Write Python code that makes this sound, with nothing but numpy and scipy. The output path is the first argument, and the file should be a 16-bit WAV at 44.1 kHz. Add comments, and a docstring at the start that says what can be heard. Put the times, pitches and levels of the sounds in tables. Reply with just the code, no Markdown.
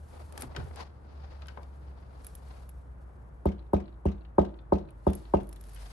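"""First a low hum is heard, sinking in pitch as a motor runs down, while shoes brush the floor and sleeves rustle.
Floorboards click and a footfall thuds; the phone ticks in the hand that carries it through a quiet hallway.
Then seven knuckle knocks ring a wooden front door, shake its latch and die away in the hall.
Door, boards and phone case are sums of fading sine waves; latch, cloth and soles are shaped noise."""
import sys
import numpy as np
from scipy import signal
from scipy.fft import rfft, irfft, next_fast_len
from scipy.io import wavfile
from scipy.ndimage import uniform_filter1d

SR = 44100
rng = np.random.default_rng(int(sys.argv[2]) if len(sys.argv) > 2 else 0)


def transcribe(signal):
    """Save signal, clipped to [-1, 1], as a 16-bit WAV file at the path in sys.argv[1]."""
    frames = np.atleast_2d(signal).T
    limited = np.clip(frames, -1, 1)
    pcm = np.round(limited * 32767).astype(np.int16)
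    wavfile.write(sys.argv[1], SR, pcm)


N = 261056
TIME = np.arange(N) / SR
RING = TIME[:SR]  # one second, for single sounds
BRIEF = RING[:SR // 8]  # an eighth of a second, for tiny sounds
SIDES = np.array([[.5], [-.5]])  # left and right: times x dB, left ends up x dB above right


def undb(db):
    """Turn decibels into a gain."""
    return 10 ** (np.asarray(db) / 20)


def fade(t60, t=RING):
    """Envelope that loses 60 dB in t60 seconds."""
    return np.exp(-np.log(1000) * t / t60)


def add(out, s, sound):
    """Mix a sound in at s seconds."""
    i = max(int(s * SR), 0)
    out[:, i:i + sound.shape[-1]] += sound[..., :N - i]


def colour(x, points):
    """Filter by an outline of (f/Hz, level/dB) points; white noise keeps its power, so only the shape counts."""
    hz, db = np.transpose(points)
    size = next_fast_len(x.shape[-1])
    f = np.maximum(np.fft.rfftfreq(size, 1 / SR), 1)
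    gain = undb(np.interp(np.log(f), np.log(hz), db))
    gain = gain / np.sqrt(np.mean(gain ** 2))
    return irfft(rfft(x, size) * gain, size)[..., :x.shape[-1]]


def noise(size, apart):
    """White noise at two microphones: apart 0 is alike on both, 1 is unrelated."""
    mid, side = rng.standard_normal((2, size))
    return (mid + 2 * SIDES * apart * side) / np.hypot(1, apart)


def walk(rate):
    """Random drift with about `rate` new values a second, smoothed, with a spread of 1."""
    k = int(SR / rate)
    steps = np.repeat(rng.standard_normal(N // k + 1), k)
    drift = uniform_filter1d(uniform_filter1d(steps, k), k)[:N]
    return drift / np.std(drift)


# Ways the door leaf and the air before it vibrate: (f/Hz, level/dB, time to fade by 60 dB t60/s,
# left minus right/dB, which shrinks below 300 Hz)
DOOR_MODES = [(70.5, 4.5, 0.049, -2.5), (105, -13.5, 0.014, -2), (170, -7.5, 0.068, 4),
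              (197.2, -11.5, 0.12, 0), (274, -24.5, 0.12, 3), (318.6, -11.5, 0.036, 18.5),
              (332, -46.5, 0.87, -13), (360.4, -6, 0.039, -10), (367, -52, 0.67, 19), (469, -23, 0.07, 0),
              (554, -16.5, 0.055, 5.5), (586.4, -14, 0.043, -7.5), (657.7, -20.5, 0.13, -0.5),
              (742.6, -21, 0.083, 8.5), (863, -34.5, 0.095, -13.5), (908, -25.5, 0.056, 8),
              (931, -16, 0.02, 5), (1090, -19, 0.017, -1), (1245, -35.5, 0.064, 6), (1550, -46, 0.066, -2)]
TRAVEL_S = 0.01018  # a 100 Hz bending wave takes this long to arrive
PORT_LAG_S = 0.00075  # from left to right, shorter below 800 Hz
RISE_CYCLES = 1.554  # time constant of a mode's swelling, in cycles


def knock(hardness_db, spot_db=0.7):
    """One blow: bending waves bring the high modes first, the boom last, and reach the left side sooner."""
    out = 0
    for hz, db, t60, pan_db in DOOR_MODES:
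        arrival = TRAVEL_S * np.sqrt(100 / hz) - SIDES * PORT_LAG_S * min(hz / 800, 1)
        t = np.maximum(RING - arrival, 0)
        # long waves reach both sides almost equally loud
        tilt_db = SIDES * pan_db * min(hz / 300, 1) ** 2
        # a harder blow favours the high modes
        blow_db = hardness_db * np.log2(hz / 300)
        # the knuckles never land on quite the same spot
        chance_db = spot_db * rng.standard_normal()
        swell = 1 - np.exp(-t * hz / RISE_CYCLES)
        out = out + undb(db + tilt_db + blow_db + chance_db) * np.sin(2 * np.pi * hz * t) * fade(t60, t) * swell
    return out


# Knuckle knocks: (t/s, level/dB, hardness of the blow/dB per octave, latch rattle level/dB,
# time until the latch drops back/s)
KNOCK_EVENTS = [(3.4515, -5, 0, 1.5, 0.14), (3.729, -2.5, 1.4, 3, 0.15), (4.0503, -7, -2, 1.5, 0.2),
                (4.3785, 0.5, 3.5, 4, 0.21), (4.7180, -2, 2.9, 2.5, .169), (5.063, -2.5, 1.06, 3.5, 0.19),
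                (5.3335, -1.95, 3.5, 3, 0.23)]


def knocks():
    """Knuckles strike the door leaf, each blow with its own loudness and hardness."""
    door = np.zeros((2, N))
    for s, db, hardness_db, *_ in KNOCK_EVENTS:
        add(door, s, undb(db) * knock(hardness_db))
    return door


def clack(t60, low_hz=2200, high_hz=4210, sharpness=10.7, ring_db=7):
    """One brief contact of loose metal: a burst of noise that also rings at a pitch of its own."""
    hit = fade(t60, BRIEF) * noise(len(BRIEF), 0.99)
    resonance = signal.iirpeak(rng.uniform(low_hz, high_hz), sharpness, SR)
    return hit + undb(ring_db) * signal.lfilter(*resonance, hit)


# Loose fittings chattering after a knock: (t after the blow/s, level/dB, fade t60/s)
LATCH_CHATTER = [(.004, -2.5, 0.11), (.014, 6, 0.1), (.035, 2.5, 0.086), (.069, 1, 0.069)]
# Tone of the chatter: (f/Hz, level/dB)
CHATTER_TONE = [(900, 9.5), (1600, 2), (2500, -3.5), (3800, -9.5), (6000, -11), (7500, -18), (11000, -21.5),
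                (13000, -36)]
# Tone of the settling taps: (f/Hz, level/dB)
SETTLING_TONE = [(1200, 9.5), (2800, 4), (4400, 4), (6000, -31), (12000, -42)]


def latch(rattle_db=-52.0, settle_db=-11, drop_db=-9, tap_t60=0.043, dying_db_per_s=42, count=7):
    """Loose metal chatters after each knock, settles in a run of taps that tend to weaken, and drops back."""
    chatter, taps = np.zeros((2, 2, N))
    for s, _, _, shake_db, drop_s in KNOCK_EVENTS:
        for delay, db, t60 in LATCH_CHATTER:
            uneven = rng.uniform(.92, 1.06)
            add(chatter, s + delay * uneven, undb(shake_db + db) * clack(t60))
        gaps = rng.uniform(.008, .038, count)
        for delay in .04 + np.cumsum(gaps):
            tap = undb(rng.normal(0, 3.3)) * clack(.025)
            add(taps, s + delay, undb(shake_db + settle_db - dying_db_per_s * delay) * tap)
        add(taps, s + drop_s, undb(shake_db + drop_db) * clack(tap_t60))
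    return undb(rattle_db + SIDES * 2.5) * (colour(chatter, CHATTER_TONE) + colour(taps, SETTLING_TONE))


# Clicks of the floor underfoot: (t/s, level/dB, pitch of the joint f/Hz)
FLOOR_CLICKS = [(.376, -37, 1680), (.422, -49, 2670), (.549, -37.5, 1450), (.563, -29, 2974),
                (.71, -36, 930), (1.42, -44, 2500), (1.458, -51, 3150), (1.483, -37.5, 3010),
                (1.573, -31, 1010), (1.631, -53.5, 4570), (5.762, -46, 3100), (5.773, -50, 2900)]
# A joint rings with the board under it: (multiple of the joint's pitch, level/dB, fade t60/s)
JOINT_MODES = [(1, -1, 0.022), (.5, -5.5, 0.061)]
# Footfalls: (t/s, boom of the boards level/dB, thump of the heel level/dB)
FOOTFALLS = [(0.423, -21.5, 2), (0.57, -2, 2.5)]
# Boom of the boards: (f/Hz, level/dB, fade t60/s)
BOARD_MODES = [(83, -35.5, 0.54), (146, -30.5, 0.15), (239, -44.5, 0.15), (388.6, -35.5, 0.14)]
# Tone of the heel's thump: (f/Hz, level/dB)
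THUMP_TONE = [(40, 9.5), (90, 3.5), (170, -6.5), (310, -4), (600, -19), (1500, -29), (4000, -63)]


def footsteps(crack_db=-4, thump_db=-39, thump_t60=0.14, pan_db=6.0, press_s=0.0024, joint_rise_cycles=1.15):
    """Weight comes down on the floor: it booms, and each joint cracks and rings briefly."""
    out = np.zeros((2, N))
    for s, db, joint_hz in FLOOR_CLICKS:
        for multiple, mode_db, t60 in JOINT_MODES:
            hz = multiple * joint_hz
            crack_tone = [(hz / 4, -16), (hz, 0), (2 * hz, -9), (4 * hz, -26), (10 * hz, -55)]
            crack = colour(noise(SR, 1.0), crack_tone)
            ring = np.sin(2 * np.pi * hz * RING) / 2
            envelope = fade(t60) * (1 - np.exp(-RING * hz / joint_rise_cycles))
            add(out, s, undb(db + mode_db + SIDES * pan_db) * (ring + undb(crack_db) * crack) * envelope)
    boom = sum(undb(db) * np.sin(2 * np.pi * hz * RING) * fade(t60) for hz, db, t60 in BOARD_MODES)
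    press = 1 - np.exp(-RING / press_s)  # the weight arrives softly
    for s, boom_db, heel_db in FOOTFALLS:
        thump = undb(heel_db + thump_db) * colour(noise(SR, 0.067), THUMP_TONE) * fade(thump_t60)
        add(out, s, (undb(boom_db) * boom + thump) * press)
    return out


# Ticks of the phone case in the hand: (t/s, click level/dB, ring of the case level/dB)
CASE_TICKS = [(0.324, -49.5, -52), (.377, -37.5, -49), (.409, -61, -34), (.421, -34, -38), (.759, -45, -48),
              (1.47, -57, -50), (2.246, -51, -41), (2.267, -49, -35), (2.352, -53, -38), (2.692, -56, -44),
              (4.906, -77, -53), (5.105, -62, -47), (5.133, -46.5, -44), (5.152, -64, -33.5),
              (5.491, -56, -47.5), (5.528, -48.5, -43.5), (5.611, -55.5, -43.5), (5.639, -52.5, -56),
              (5.747, -69, -46)]
# Ways the case vibrates: (f/Hz, level/dB, fade t60/s)
CASE_MODES = [(9160, -3.5, 0.014), (11240, -5, 0.029), (12200, -28, .008), (14700, -38, .015)]
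# Tone of the clicks on the case and of the sliding cloth: (f/Hz, level/dB)
CLOTH_TONE = [(500, -23), (1200, 5.5), (2200, 1.5), (5000, -0.5), (7500, -1.5), (9200, 2.5), (11400, 3.5),
              (12400, -15), (14000, -32)]


def handling(regrip_from_s=5.4, regrip_to_s=5.85, regrip_db=-56, spread_db=3, count=18,
             jolt_db=-48.5, click_share_db=-7, click_t60=.022, contact_t60=.003):
    """Fingers click on the case and ring it: single ticks, a flurry as the grip shifts, a jolt with every knock."""
    clicks, rings = np.zeros((2, 2, N))
    ring = sum(undb(db) * np.sin(2 * np.pi * hz * BRIEF) * fade(t60, BRIEF) for hz, db, t60 in CASE_MODES)
    flurry = [(rng.uniform(regrip_from_s, regrip_to_s), regrip_db + spread_db * rng.standard_normal())
              for _ in range(count)]
    jolts = [(s + TRAVEL_S / 2, jolt_db) for s, *_ in KNOCK_EVENTS]
    extra_ticks = [(s, db + click_share_db, db) for s, db in flurry + jolts]
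    for s, click_db, ring_db in CASE_TICKS + extra_ticks:
        add(clicks, s, undb(click_db) * fade(click_t60, BRIEF) * noise(len(BRIEF), 0.72))
        # each contact is a tiny scrape, so it stirs the modes differently
        contact = fade(contact_t60, BRIEF) * noise(len(BRIEF), 0.85)
        contact = contact / np.linalg.norm(contact[0])
        add(rings, s, undb(ring_db) * signal.fftconvolve(contact, ring[None], axes=1))
    return rings + colour(clicks, CLOTH_TONE)


def stroke(t, length):
    """Envelope of one rubbing movement: fastest at t = 0, above half strength for length seconds."""
    return 1 / np.cosh(np.clip(2 * np.arccosh(2) * t / length, -20, 20))


# Sleeves sliding as the arm moves: (t of the fastest moment/s, length/s, level/dB)
SLEEVE_MOVES = [(.17, 0.27, -67.5), (0.415, 0.061, -52.5), (0.65, .16, -67), (0.8, 0.051, -65),
                (1.604, 0.78, -82), (2.284, 0.17, -67.5), (2.54, 0.27, -70.5), (2.996, 1, -89.5),
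                (5.172, 0.17, -68.5), (5.366, 0.22, -77), (5.847, 0.34, -62)]


def sleeves(rest_db=-85.5, grain_db=1.5, snag_db=8, snag_spread_db=8, snag_t60=.008, count=70):
    """Cloth slides unevenly with each move of the arm; now and then a fold snags and slips."""
    moves = sum((undb(db) * stroke(TIME - s, length)) ** 2 for s, length, db in SLEEVE_MOVES)
    speed = undb(rest_db) + np.sqrt(moves)  # rest_db: the sleeve of an arm held still
    rub = noise(N, 0.53) * undb(grain_db * walk(100))
    for s in rng.uniform(0, N / SR, count):
        snag = fade(snag_t60, BRIEF) * noise(len(BRIEF), 0.66)
        add(rub, s, undb(snag_db - snag_spread_db * rng.random()) * snag)
    return colour(speed * rub, CLOTH_TONE)


# Soles brushing the floor: (t of the fastest moment/s, length/s, level/dB, brightness/dB per octave)
SOLE_STROKES = [(.18, 0.085, -50.5, -0.5), (0.409, 0.12, -46.5, -1.5), (.595, 0.12, -44, -1),
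                (0.81, 0.07, -44.5, 2.3), (1.33, 0.44, -56.5, 1.63), (1.923, 0.22, -62.5, 0.5),
                (2.188, .2, -60.5, 1.3), (2.53, 0.18, -59, 1.5), (5.247, 0.26, -67, 3),
                (5.84, 0.17, -56, 4.5)]
# Tone of a sole on the floor, before the brightness: (f/Hz, level/dB)
SOLE_TONE = [(200, 5.5), (550, 8.5), (900, 7.5), (1400, -2), (2400, -9), (3300, -13), (4600, -12),
             (7000, -27), (12000, -70)]


def soles(grain_db=3.3, pan_db=4):
    """Shoes brush the floor in short, grainy strokes, some brighter than others."""
    out = np.zeros((2, N))
    for s, length, db, bright_db in SOLE_STROKES:
        start = max(s - .5, 0)
        grain = grain_db * walk(92.8)[:SR]
        rub = noise(SR, 1.0) * stroke(RING + start - s, length) * undb(db + grain + SIDES * pan_db)
        tone = [(hz, level + bright_db * np.log2(hz)) for hz, level in SOLE_TONE]
        add(out, start, colour(rub, tone))
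    return out


def motor(start_hz=75.7, sag_hz_per_s=4.35, start_db=-44.5, swell_db_per_s=0.4, waver_db=-2.0):
    """An unbalanced shaft hums as it slows at an even rate; the wavering hum swells a little as it sinks."""
    hz = start_hz - sag_hz_per_s * TIME
    level_db = start_db + swell_db_per_s * TIME + waver_db * walk(16)
    return undb(level_db) * np.sin(2 * np.pi * np.cumsum(hz) / SR)


# Tone of the still air in the house: (f/Hz, level per Hz/dB)
HOUSE_TONE = [(20, -20), (33, -18), (48, 4), (62, -2.5), (85, -4.5), (105, -7), (130, -5.5), (200, -15.5),
              (300, -19.5), (500, -21), (900, -24.5), (1500, -31.5), (3000, -52.5), (14000, -85)]


def house(level_db=-52, wide_hz=450):
    """Still air of the house: the rumble is alike on both sides, the hiss is wide."""
    mid, side = colour(rng.standard_normal((2, N)), HOUSE_TONE)
    side = signal.sosfilt(signal.butter(1, wide_hz, "high", fs=SR, output="sos"), side)
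    return undb(level_db + .5 * walk(2.4) + SIDES * 2.0) * (mid + 2.5 * SIDES * side)


# Tone of the hallway's reflections: (f/Hz, level/dB)
HALL_TONE = [(50, 10), (150, 7.5), (330, 7), (600, 3.5), (900, 0.5), (1400, -1), (3000, -6.5),
             (12000, -11.5)]


def hall(x, wet_db, t60, first_s=0.0022):
    """Dense reflections of the hallway build up after the first wall echo, then fade."""
    envelope = fade(t60) * (1 - np.exp(-(RING / first_s) ** 4))
    response = colour(noise(SR, 0.32), HALL_TONE) * envelope / np.sqrt(np.sum(envelope ** 2))
    return undb(wet_db + SIDES * 1.55) * signal.fftconvolve(x, response, axes=1)[:, :N]


def scene():
    """Door, latch and footsteps sound into the hall; handling, sleeves and soles are near the microphones."""
    door = knocks()
    small = latch() + footsteps()
    echoes = hall(door, wet_db=-20.5, t60=0.34) + hall(small, wet_db=-9.5, t60=0.32)
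    near = handling() + sleeves() + soles()
    return door + small + echoes + near + motor() + house()


def record(dry, port_hz=10300, port_width_hz=1500, low_cut_hz=36, top_hz=14800):
    """The two microphone ports fall out of phase around their resonance; rumble and the top are cut."""
    notch = signal.lfilter(*signal.iirnotch(port_hz, port_hz / port_width_hz, SR), dry[1])
    # twice the notch minus the input turns the phase but keeps the level
    ports = np.array([dry[0], 2 * notch - dry[1]])
    ports = signal.sosfilt(signal.butter(2, low_cut_hz, "high", fs=SR, output="sos"), ports)
    return signal.sosfilt(signal.ellip(8, .2, 70, top_hz, fs=SR, output="sos"), ports)


dry = scene()
out = record(dry)
transcribe(out)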